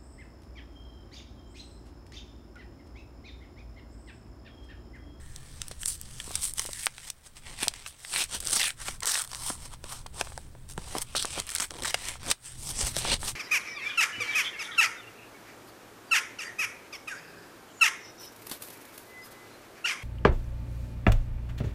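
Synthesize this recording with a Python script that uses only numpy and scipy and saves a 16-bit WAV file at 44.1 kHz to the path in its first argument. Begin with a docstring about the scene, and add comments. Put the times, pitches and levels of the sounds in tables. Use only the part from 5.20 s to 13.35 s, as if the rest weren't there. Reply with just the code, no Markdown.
"""A paper envelope is picked up from a cloth and torn open by hand, close by in a quiet room.
Fingers slide and fibres break: random grains drive bands that follow the sheet's moving resonances.
Creases snap as damped noise bursts, the sheet pops as it flexes, and hands thud on the soft surface.
The flap resonance mostly sinks over the first six seconds, then sits higher.
Behind lie a low rumble, a faint hiss and a thin whirr that fades."""
import sys
import numpy as np
from scipy import signal
from scipy.fft import rfft, irfft, next_fast_len
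from scipy.io import wavfile
from scipy.ndimage import uniform_filter1d

SR = 44100
rng = np.random.default_rng(int(sys.argv[2]) if len(sys.argv) > 2 else 0)


def master_out(mix):
    """Clip the mix to full scale and print it as 16-bit PCM to the path in sys.argv[1]."""
    frames = np.transpose(np.atleast_2d(mix))
    ceiling = np.clip(frames, -1, 1)
    pcm = np.round(ceiling * 32767).astype(np.int16)
    wavfile.write(sys.argv[1], SR, pcm)


N = 359547
TIME = np.arange(N) / SR


def undb(db):
    """Decibels to gain."""
    return 10 ** (np.asarray(db) / 20)


def unit(x):
    """Scale to rms 1."""
    return x / np.sqrt(np.mean(x ** 2) + 1e-18)


def burst(x, db):
    """Give a short sound the energy of 5 ms at this level."""
    return x * undb(db) / np.sqrt(np.sum(x ** 2) / (0.005 * SR))


def curves(table, at):
    """Each column of a timed table, interpolated at the given times."""
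    s, *columns = np.transpose(table)
    return [np.interp(at, s, column) for column in columns]


def spectrum_db(points, hz):
    """Read a spectrum on a log-frequency axis."""
    point_hz, db = np.transpose(points)
    return np.interp(np.log(hz + 1), np.log(point_hz), db)


def colour(x, points):
    """Filter by a spectrum."""
    size = next_fast_len(N, real=True)
    gain = undb(spectrum_db(points, np.fft.rfftfreq(size, 1 / SR)))
    return irfft(rfft(x, size) * gain, size)[:N]


def ring(x, hz, q):
    """A damped resonance: two-pole band-pass of unit peak gain."""
    g = np.tan(np.pi * min(hz, 0.45 * SR) / SR)
    b = [g / q, 0, -g / q]
    a = [1 + g / q + g * g, 2 * (g * g - 1), 1 - g / q + g * g]
    return signal.lfilter(b, a, x)


def walk(rate_hz, at=TIME):
    """A random wander of spread near 1, with rate_hz new values per second."""
    return np.interp(at * rate_hz, np.arange(N // 20), rng.standard_normal(N // 20))


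def add(out, s, x):
    """Mix a sound in at a time."""
    i = max(int(s * SR), 0)
    out[i:i + len(x)] += x[:max(N - i, 0)]


def background(rumble_db=-1, hiss_db=-64.0, whirr_hz=1780, whirr_q=9, whirr_db=-65, whirr_fade_s=0.66):
    """Coloured noises: uneven low rumble of room and handling, even hiss, and a resonant whirr that decays."""
    # rumble course: (time [s], level before the rumble_db trim [dB])
    rumble_course = [(0, -50.5), (1.4, -52.5), (2.04, -65), (2.31, -52), (2.8, -65.5), (3.24, -52),
                     (3.49, -59.5), (3.7, -48), (3.95, -64), (4.2, -51.5), (5.76, -51), (6.49, -59.5),
                     (7.1, -50), (7.19, -68), (7.4, -48), (7.52, -45.5), (8.15, -48)]
    # relative noise spectra: (frequency [Hz], density [dB per Hz])
    rumble_colour = [(20, 0.5), (55, -6), (78, -2), (98, -12.5), (124, -3.5), (160, -14.5), (260, -19.5),
                     (500, -27.5), (2000, -52)]
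    hiss_colour = [(400, -12.5), (1500, -7.5), (8000, -19), (16000, -10)]
    rumble = unit(colour(rng.standard_normal(N), rumble_colour))
    rumble *= undb(curves(rumble_course, TIME)[0] + rumble_db)
    hiss = undb(hiss_db) * unit(colour(rng.standard_normal(N), hiss_colour))
    whirr = undb(whirr_db) * unit(ring(rng.standard_normal(N), whirr_hz, whirr_q))
    return rumble + hiss + whirr * np.exp(-TIME / whirr_fade_s)


def bumps(cycles=0.41):
    """Hands bump the soft surface: heavily damped sine thuds whose envelope peaks within the first half cycle."""
    # thuds: (time [s], envelope peak [dB], frequency [Hz])
    thuds = [(4.304, -38, 248), (5.579, -33, 171), (6.177, -40, 168), (7.631, -33, 48.3),
             (7.769, -40.5, 130), (7.943, -40, 45.3)]
    out, t = np.zeros(N), TIME[:SR // 4]
    for s, db, hz in thuds:
        age = t * hz / cycles
        envelope = age * np.exp(1 - age)
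        add(out, s, undb(db) * envelope * np.sin(2 * np.pi * hz * t))
    return out


def flexes(q=1.0, rustle=0.077, decay_ms=4.0):
    """A wide patch of the sheet flips over: a kick and a little rustle ring as a short dull pop."""
    # pops: (time [s], level over 5 ms [dB], centre [Hz])
    pops = [(.513, -43.5, 500), (1.078, -47, 453), (1.108, -42.5, 720), (1.395, -37, 1000),
            (1.453, -44, 600), (1.49, -42, 480), (1.668, -32.5, 1250), (2.428, -37, 318),
            (2.474, -36.5, 490), (3.686, -38, 450), (3.955, -28, 1770), (4.302, -34.5, 670),
            (4.641, -45, 566), (4.862, -43.5, 800), (5.0116, -30, 624), (5.072, -44.5, 1190),
            (5.121, -48, 890), (5.1775, -40, 725), (5.351, -51, 515), (5.58, -36.5, 418), (5.752, -31, 570),
            (5.765, -36, 400), (5.951, -31, 794), (6.048, -33, 646), (6.178, -34.5, 543),
            (6.7436, -31.5, 690), (6.956, -46, 900), (7.767, -33.5, 478), (7.851, -32, 850),
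            (8.031, -37, 840)]
    out, ms = np.zeros(N), np.arange(SR // 20) * 1000 / SR
    noises = rng.standard_normal((len(pops), len(ms)))
    for (s, db, hz), noise in zip(pops, noises):
        push = rustle * noise * np.exp(-ms / decay_ms)
        push[0] += 1
        x = ring(ring(push, hz, q), hz, 0.49)
        add(out, s, burst(x, db))
    return out


def bend(x, delay_ms):
    """Bending waves in paper are slower at low pitch: a click becomes a falling chirp (delay at 1 kHz)."""
    khz = np.fft.rfftfreq(len(x), 1 / SR) / 1000
    phase = 2 * np.pi * 2 * delay_ms * np.sqrt(khz)
    return irfft(rfft(x) * np.exp(-1j * phase), len(x))


def snaps(crack=1.68, q=1.0, skirt_q=0.017, tail_db=-28, tail_ms=2.8, delay_ms=0.396):
    """A crease buckles: one sharp crack, then a brief decaying flutter in the facet around it."""
    # creases: (time [s], level over 5 ms [dB], centre [Hz], decay, floored at 0.1 [ms])
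    creases = [(0.1616, -40.5, 5200, 1), (0.4169, -31.5, 4740, 1.3), (0.482, -38, 8650, 0.65),
               (0.512, -40, 4000, 7.8), (0.6321, -36, 3140, 1.2), (0.6584, -27, 6250, 0.82),
               (0.681, -29.5, 8600, 3.7), (0.814, -36.5, 9500, 0.44), (1.0007, -34, 3250, 2.8),
               (1.1544, -25.5, 6600, 2.9), (1.283, -38, 8000, 0.6), (1.337, -35.5, 9450, 0.64),
               (1.3947, -25, 4630, 0.75), (1.461, -35, 7800, 1.2), (1.532, -35.5, 5630, 1.7),
               (1.659, -27, 9700, 0.46), (1.6677, -23.5, 1800, 0.19), (1.781, -41.5, 2270, 1.3),
               (1.9012, -31, 6400, 1.8), (2.482, -20.5, 3700, 0.071), (2.538, -40, 3750, 1.3),
               (2.662, -36, 2260, 4), (2.848, -39, 2200, 1.8), (2.9388, -31, 2230, 1.3),
               (2.961, -26.5, 2770, 1.5), (2.970, -34.5, 2600, 0.91), (3.0385, -32.5, 6200, 2.6),
               (3.203, -33.5, 7840, 3.3), (3.253, -38, 8300, 0.8), (3.272, -28, 6000, 0.99),
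               (3.31, -37, 7400, 0.74), (3.5047, -34, 2870, 0.86), (3.6826, -31, 2480, 3.9),
               (3.805, -39.5, 6070, 0.56), (3.832, -30.5, 3400, 2), (3.857, -28, 6700, 0.66),
               (3.873, -32, 9100, 0.5), (3.8983, -31.5, 7000, 0.3), (4.019, -30.5, 9000, 1.2),
               (4.148, -35.5, 4900, 0.19), (4.641, -41.5, 3550, 1), (4.864, -42, 3430, 2.4),
               (5.0114, -26.5, 3300, 1), (5.1773, -41, 3030, 0.26), (5.578, -37, 1400, 0.25),
               (5.7657, -44, 2200, 1.8), (5.783, -30.5, 6400, 1.6), (5.981, -38, 4090, 0.5),
               (6.0255, -32, 5340, 0.31), (6.0541, -30.5, 5950, 0.49), (6.2004, -29.5, 3880, 0.28),
               (6.268, -43, 8200, 0.4), (6.2915, -36, 5330, 1.3), (6.303, -36, 7580, 0.27),
               (6.312, -40, 7360, 0.4), (6.3502, -28, 8800, 1.5), (6.362, -30, 5000, 1.2),
               (6.383, -36, 4240, 1.7), (6.507, -37, 2470, 1), (6.622, -36, 2800, 1.4),
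               (6.6353, -34, 4620, 1.9), (6.647, -34, 1610, 1.2), (6.6578, -33, 2060, 1.6),
               (6.7429, -21.5, 2370, 3), (6.885, -32, 5100, 2.3), (7.1017, -24.5, 5150, 6.2),
               (7.113, -19.5, 3800, 4.3), (7.766, -28, 4230, 0.19)]
    out, ms = np.zeros(N), np.arange(SR // 30) * 1000 / SR
    noises = rng.standard_normal((len(creases), len(ms)))
    for (s, db, hz, decay_ms), noise in zip(creases, noises):
        push = noise * (np.exp(-ms / max(decay_ms, 0.1)) + undb(tail_db) * np.exp(-ms / tail_ms))
        push[0] += crack * np.sign(noise[-1])  # random polarity
        x = bend(ring(ring(push, hz, q), hz, skirt_q), delay_ms)
        add(out, s, burst(x, db))
    return out


def grains(rate, spread_db, decay_ms, scatter, jerk_db):
    """Random tiny breaks (rate per s) in jerky clusters, each with a short flutter of the sheet."""
    size = undb(spread_db * np.minimum(rng.standard_normal(N), 2))
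    clicks = (rng.random(N) < rate / SR) * size
    keep = np.exp(-1000 / (decay_ms * SR))
    power = signal.lfilter([1 - keep], [1, -keep], clicks ** 2 + 1e-12)
    flutter = np.sqrt(power) * rng.standard_normal(N)
    x = (clicks * rng.choice([-1, 1], N) + scatter * flutter) * undb(jerk_db * walk(160))
    # the hand's pull sets the mean power over 40 ms, however the breaks fall
    return x / np.sqrt(uniform_filter1d(x ** 2, SR // 25) + 1e-6)


def fibres(tearing, rate, rasp=0.21, delay_ms=0.3):
    """Smooth friction mixed with small crease ticks; sharp breaks take over, short of rasp, in tearing."""
    # small creases: (time [s], share of ticks in the sliding power [0-1])
    crinkle_course = [(.6, 0.3), (1.5, 0.55), (3, 0.31)]
    rub = grains(12000, spread_db=1.5, decay_ms=0.64, scatter=1.5, jerk_db=1.3)
    ticks = grains(300, spread_db=3.3, decay_ms=0.4, scatter=1.5, jerk_db=1)
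    breaks = grains(rate, spread_db=3.4, decay_ms=0.6, scatter=1.5, jerk_db=2.3)
    crinkle = np.clip(curves(crinkle_course, TIME)[0], 0, 1)
    slide = np.sqrt(1 - crinkle) * rub + np.sqrt(crinkle) * ticks
    share = tearing * np.clip(1 - rasp, 0, 1)
    return bend(np.sqrt(1 - share) * slide + np.sqrt(share) * breaks, delay_ms)


def stroke(at, peak, rise, fall, db, depth_db=16, touch_s=0.014):
    """Power of one slide: swells to a peak, fades to depth_db below it at the ends, then drops off fast."""
    away = np.maximum((peak - at) / rise, (at - peak) / fall)
    off_s = np.maximum(np.maximum(peak - rise - at, at - peak - fall), 0)
    return (undb(db - depth_db * away ** 0.83) * np.exp(-off_s / touch_s)) ** 2


def rip(at, start, length, db, growth_db, attack_s=0.0017, release_s=0.015):
    """Power of one rip: it catches at once, grows or eases while it runs, and dies away."""
    age = at - start
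    edges = np.maximum(-age / attack_s, 0) + np.maximum((age - length) / release_s, 0)
    return (undb(db + growth_db * np.clip(age / length, 0, 1)) * np.exp(-edges)) ** 2


def blend(powers, rows):
    """Power-weighted mean of the rows over time: the strongest gesture of the moment prevails."""
    weight = np.array(powers) + 1e-20
    return np.transpose(rows) @ weight / weight.sum(axis=0)


def hands(at):
    """Gestures to sheet controls: level, tearing share of power, (brightness, flap Hz, flap dB), break rate."""
    # finger slides: (peak time [s], rise [s], fall [s], peak level [dB], brightness [dB per octave],
    # flap resonance [Hz], its height [dB])
    slides = [(.42, 1, 0.6, -54.5, 1.5, 1800, -1), (.615, 0.02, 0.059, -41.5, 5, 3500, -7),
              (0.683, 0.033, 0.078, -31, 7.5, 3600, -1), (1.17, 0.38, 0.13, -41.5, 2.9, 3400, 0.5),
              (1.238, 0.033, 0.072, -28.5, 6.5, 3300, 0), (1.384, 0.026, 0.11, -34, 4.5, 3100, -2),
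              (1.658, 0.27, 0.019, -37.5, 6.5, 1900, 12.5), (1.892, 0.2, 0.022, -44.5, 3, 1920, 7),
              (2.067, 0.029, 0.022, -48, 2, 2070, 2), (2.172, 0.017, 0.025, -45.5, 2, 2200, 6),
              (2.269, 0.056, 0.47, -47, 0, 2340, 6.5), (2.432, 0.047, 0.045, -29.5, 2.5, 2290, 9),
              (2.56, 0.043, 0.27, -49.5, 1.5, 2450, 7), (2.675, 0.015, 0.043, -42, 4.5, 2450, 2),
              (2.92, .13, .02, -41, 3, 2460, -3), (3.151, 0.055, 0.036, -31.5, 2, 3220, 4),
              (3.619, 0.04, 0.026, -39.5, 3.5, 1480, 17), (3.679, 0.07, 0.084, -37, 3.5, 1510, 10),
              (4.289, 0.13, 0.069, -33, 4.5, 1080, 9), (4.46, 0.15, 0.035, -45.5, 2, 1060, 1),
              (4.539, 0.039, 0.017, -44, 3, 1190, 15.5), (4.722, 0.081, 0.096, -39.5, 2.5, 970, 9.5),
              (5.01, 0.066, 0.018, -36.5, 0.5, 965, 4.5), (5.04, 0.018, 0.23, -48, 2, 890, 8),
              (5.782, 0.2, 0.06, -39, 1, 686, 4.5), (5.823, 0.012, 0.0072, -27, 5.5, 4180, -5),
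              (6.14, 0.27, 0.14, -40, 1.5, 2800, 5), (6.199, 0.07, 0.018, -33, 0, 2630, 2.5),
              (6.892, 0.19, 0.077, -36.5, 1.5, 2170, 8.5), (7.258, 0.04, 0.19, -45, 3, 1960, 3),
              (7.507, 0.12, 0.027, -34, 3, 2260, -6.5), (7.611, 0.074, 0.076, -29, 1, 6450, 4),
              (7.671, 0.031, 0.049, -30, 3, 2530, -1), (7.786, 0.054, 0.036, -30.5, 2.5, 4600, 2),
              (7.934, 0.13, 0.029, -24, 0, 3400, 9), (8.095, 0.091, 0.026, -30, 2.5, 2880, 0.5)]
    # runs of breaking fibres, ripped or crumpled: (start [s], length [s], start level [dB], growth [dB],
    # brightness [dB per octave], flap resonance [Hz], its height [dB], break rate [1/s])
    runs = [(2.922, 0.1, -37, 10, 2, 2560, 11, 2300), (3.212, 0.098, -47.5, 15, 1.5, 5630, 1.5, 255),
            (3.32, 0.056, -29.5, 3, 2, 5600, -2.5, 2750), (3.394, 0.092, -25.5, -6, 3, 2090, 16, 1430),
            (3.824, 0.036, -38.5, -6, 0, 1430, 14, 1100), (3.866, 0.13, -28.5, -3.5, 3.5, 1360, 12, 1550),
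            (4.012, 0.082, -36.5, -19.5, 3.5, 1230, 13, 190), (4.097, 0.07, -41, -5, 2.5, 1210, 8.5, 227),
            (5.486, 0.028, -54, 11.5, 2.5, 2300, -4, 240),
            (5.955, 0.077, -28.5, -7.5, 1.5, 4050, 13.5, 780), (6.268, 0.12, -46.5, 10, 2.5, 1810, 12, 240),
            (6.401, 0.041, -29.5, -6, 2, 1640, 9, 590), (6.504, 0.15, -51, 10, -1.5, 394, 7, 170),
            (6.648, 0.052, -35, 1.5, 1, 1960, 8, 960), (6.997, 0.1036, -54.5, 21, -0.8, 2100, 4, 840)]
    # envelope merely held: (level [dB], brightness [dB per octave], flap resonance [Hz], its height [dB])
    hold = (-68, 0.5, 900, -2)
    sliding = [stroke(at, *row[:4]) for row in slides]
    ripping = [rip(at, *row[:4]) for row in runs]
    holding = np.full(len(at), undb(hold[0]) ** 2)
    powers = sliding + ripping + [holding]
    tones = [row[4:] for row in slides] + [row[4:7] for row in runs] + [hold[1:]]
    total = sum(powers)
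    level_db = 10 * np.log10(total)
    rate = blend(ripping, [row[7] for row in runs])
    return level_db, sum(ripping) / total, blend(powers, tones), rate


def strips(at, hz, height_db=8, octaves=0.3):
    """Lift in dB from a strip pulled free: its resonance glides, swelling in and dying out with the pull."""
    # strips: (start [s], length [s], first resonance [Hz], last resonance [Hz])
    pulls = [(3.3, 0.21, 8500, 2400), (3.846, 0.16, 6900, 3500), (7.54, 0.082, 5030, 7800)]
    db = 0
    for start, length, from_hz, to_hz in pulls:
        run = np.clip((at - start) / length, 0, 1)
        centre_hz = from_hz * (to_hz / from_hz) ** run
        swell = np.sqrt(np.sin(np.pi * run))
        db = db + height_db * swell / (1 + (np.log2(hz / centre_hz) / octaves) ** 2)
    return db


def paper():
    """Friction and fibre breaks drive the sheet, which radiates through the moving flap resonance."""
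    # relative spectra of sliding and tearing: (frequency [Hz], density [dB per Hz])
    rub_colour = [(100, 8), (260, 1.5), (500, 4), (900, 5.5), (1600, -0.5), (3200, 4), (6000, 2.5),
                  (9000, -0.5), (12000, -4), (16000, -18.5)]
    tear_colour = [(100, 3), (260, 4.5), (600, 7.5), (1000, 5), (2000, 3), (4000, 7), (6000, 6.5),
                   (9000, 4), (12000, 1), (16000, -10)]
    at = TIME[::64]  # control times
    level_db, tearing, (brightness, flap_hz, flap_db), rate = hands(at)
    size = next_fast_len(N, real=True)
    drive = rfft(fibres(np.interp(TIME, at, tearing), np.interp(TIME, at, rate)), size)

    centres_hz = np.geomspace(125, 16000, 22)
    hz = centres_hz[:, None]
    octaves = np.log2(hz / flap_hz)
    db = spectrum_db(rub_colour, hz) * (1 - tearing) + spectrum_db(tear_colour, hz) * tearing
    db = db + brightness * octaves + flap_db / (1 + (octaves / 0.5) ** 2)
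    # the bending sheet keeps shifting its smaller resonances; tearing adds a faster flicker of colour
    flicker = [1.9 * walk(25, at) + 2.6 * tearing * walk(250, at) for _ in centres_hz]
    db = db + strips(at, hz) + np.array(flicker)

    # scale so that the bands together have the gestures' level
    gain = undb(db)
    widths_hz = np.gradient(centres_hz)[:, None]
    gain *= undb(level_db) / np.sqrt(np.sum(gain ** 2 * widths_hz, axis=0) / (SR / 2))

    # overlapping bands split the drive, and each follows its own gain
    bin_hz = np.fft.rfftfreq(size, 1 / SR)
    place = np.interp(np.log(bin_hz + 1), np.log(centres_hz), np.arange(len(hz)))
    out = np.zeros(N)
    for k, band_gain in enumerate(gain):
        band = irfft(drive * np.maximum(1 - abs(place - k), 0), size)[:N]
        out += np.interp(TIME, at, band_gain) * band
    return out


def reflect(x, gain=0.18, lag_ms=0.836, sway_ms=0.28):
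    """The moving hand throws the sound back after a wandering short lag, combing its spectrum."""
    lag_s = (lag_ms + sway_ms * walk(4)) / 1000
    return (x + gain * np.interp(TIME - lag_s, TIME, x)) / np.sqrt(1 + gain ** 2)


def room(x, t60_s=0.098, wet_db=-21):
    """A faint, short echo from the furnished room: decaying noise, broadly band-passed."""
    t = TIME[:SR // 2]
    tail = rng.standard_normal(len(t)) * np.exp(-np.log(1000) * t / t60_s) * (t > 0.004)
    tail = ring(tail, 1500, 0.08)
    return x + undb(wet_db) * signal.fftconvolve(x, tail / np.sqrt(np.sum(tail ** 2)))[:N]


def scene():
    """The envelope in the room, over thuds and background."""
    envelope = paper() + snaps() + flexes()
    return (room(reflect(envelope)) + bumps() + background())[None]


def record(dry):
    """The microphone port rings in the upper treble, and the top is cut at 15.9 kHz."""
    # microphone response: (frequency [Hz], gain [dB])
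    response = [(20, 8), (1950, 3), (2650, 0.5), (3300, 1.5), (4700, 0), (5550, 1.5), (7000, -1),
                (8300, 8.5), (9300, 5.5), (10500, -0.5), (12500, -5), (16000, -2.5)]
    top_cut = signal.ellip(10, 0.2, 80, 15900, fs=SR, output="sos")
    return signal.sosfilt(top_cut, colour(dry[0], response))[None]


dry = scene()
out = record(dry)
master_out(out)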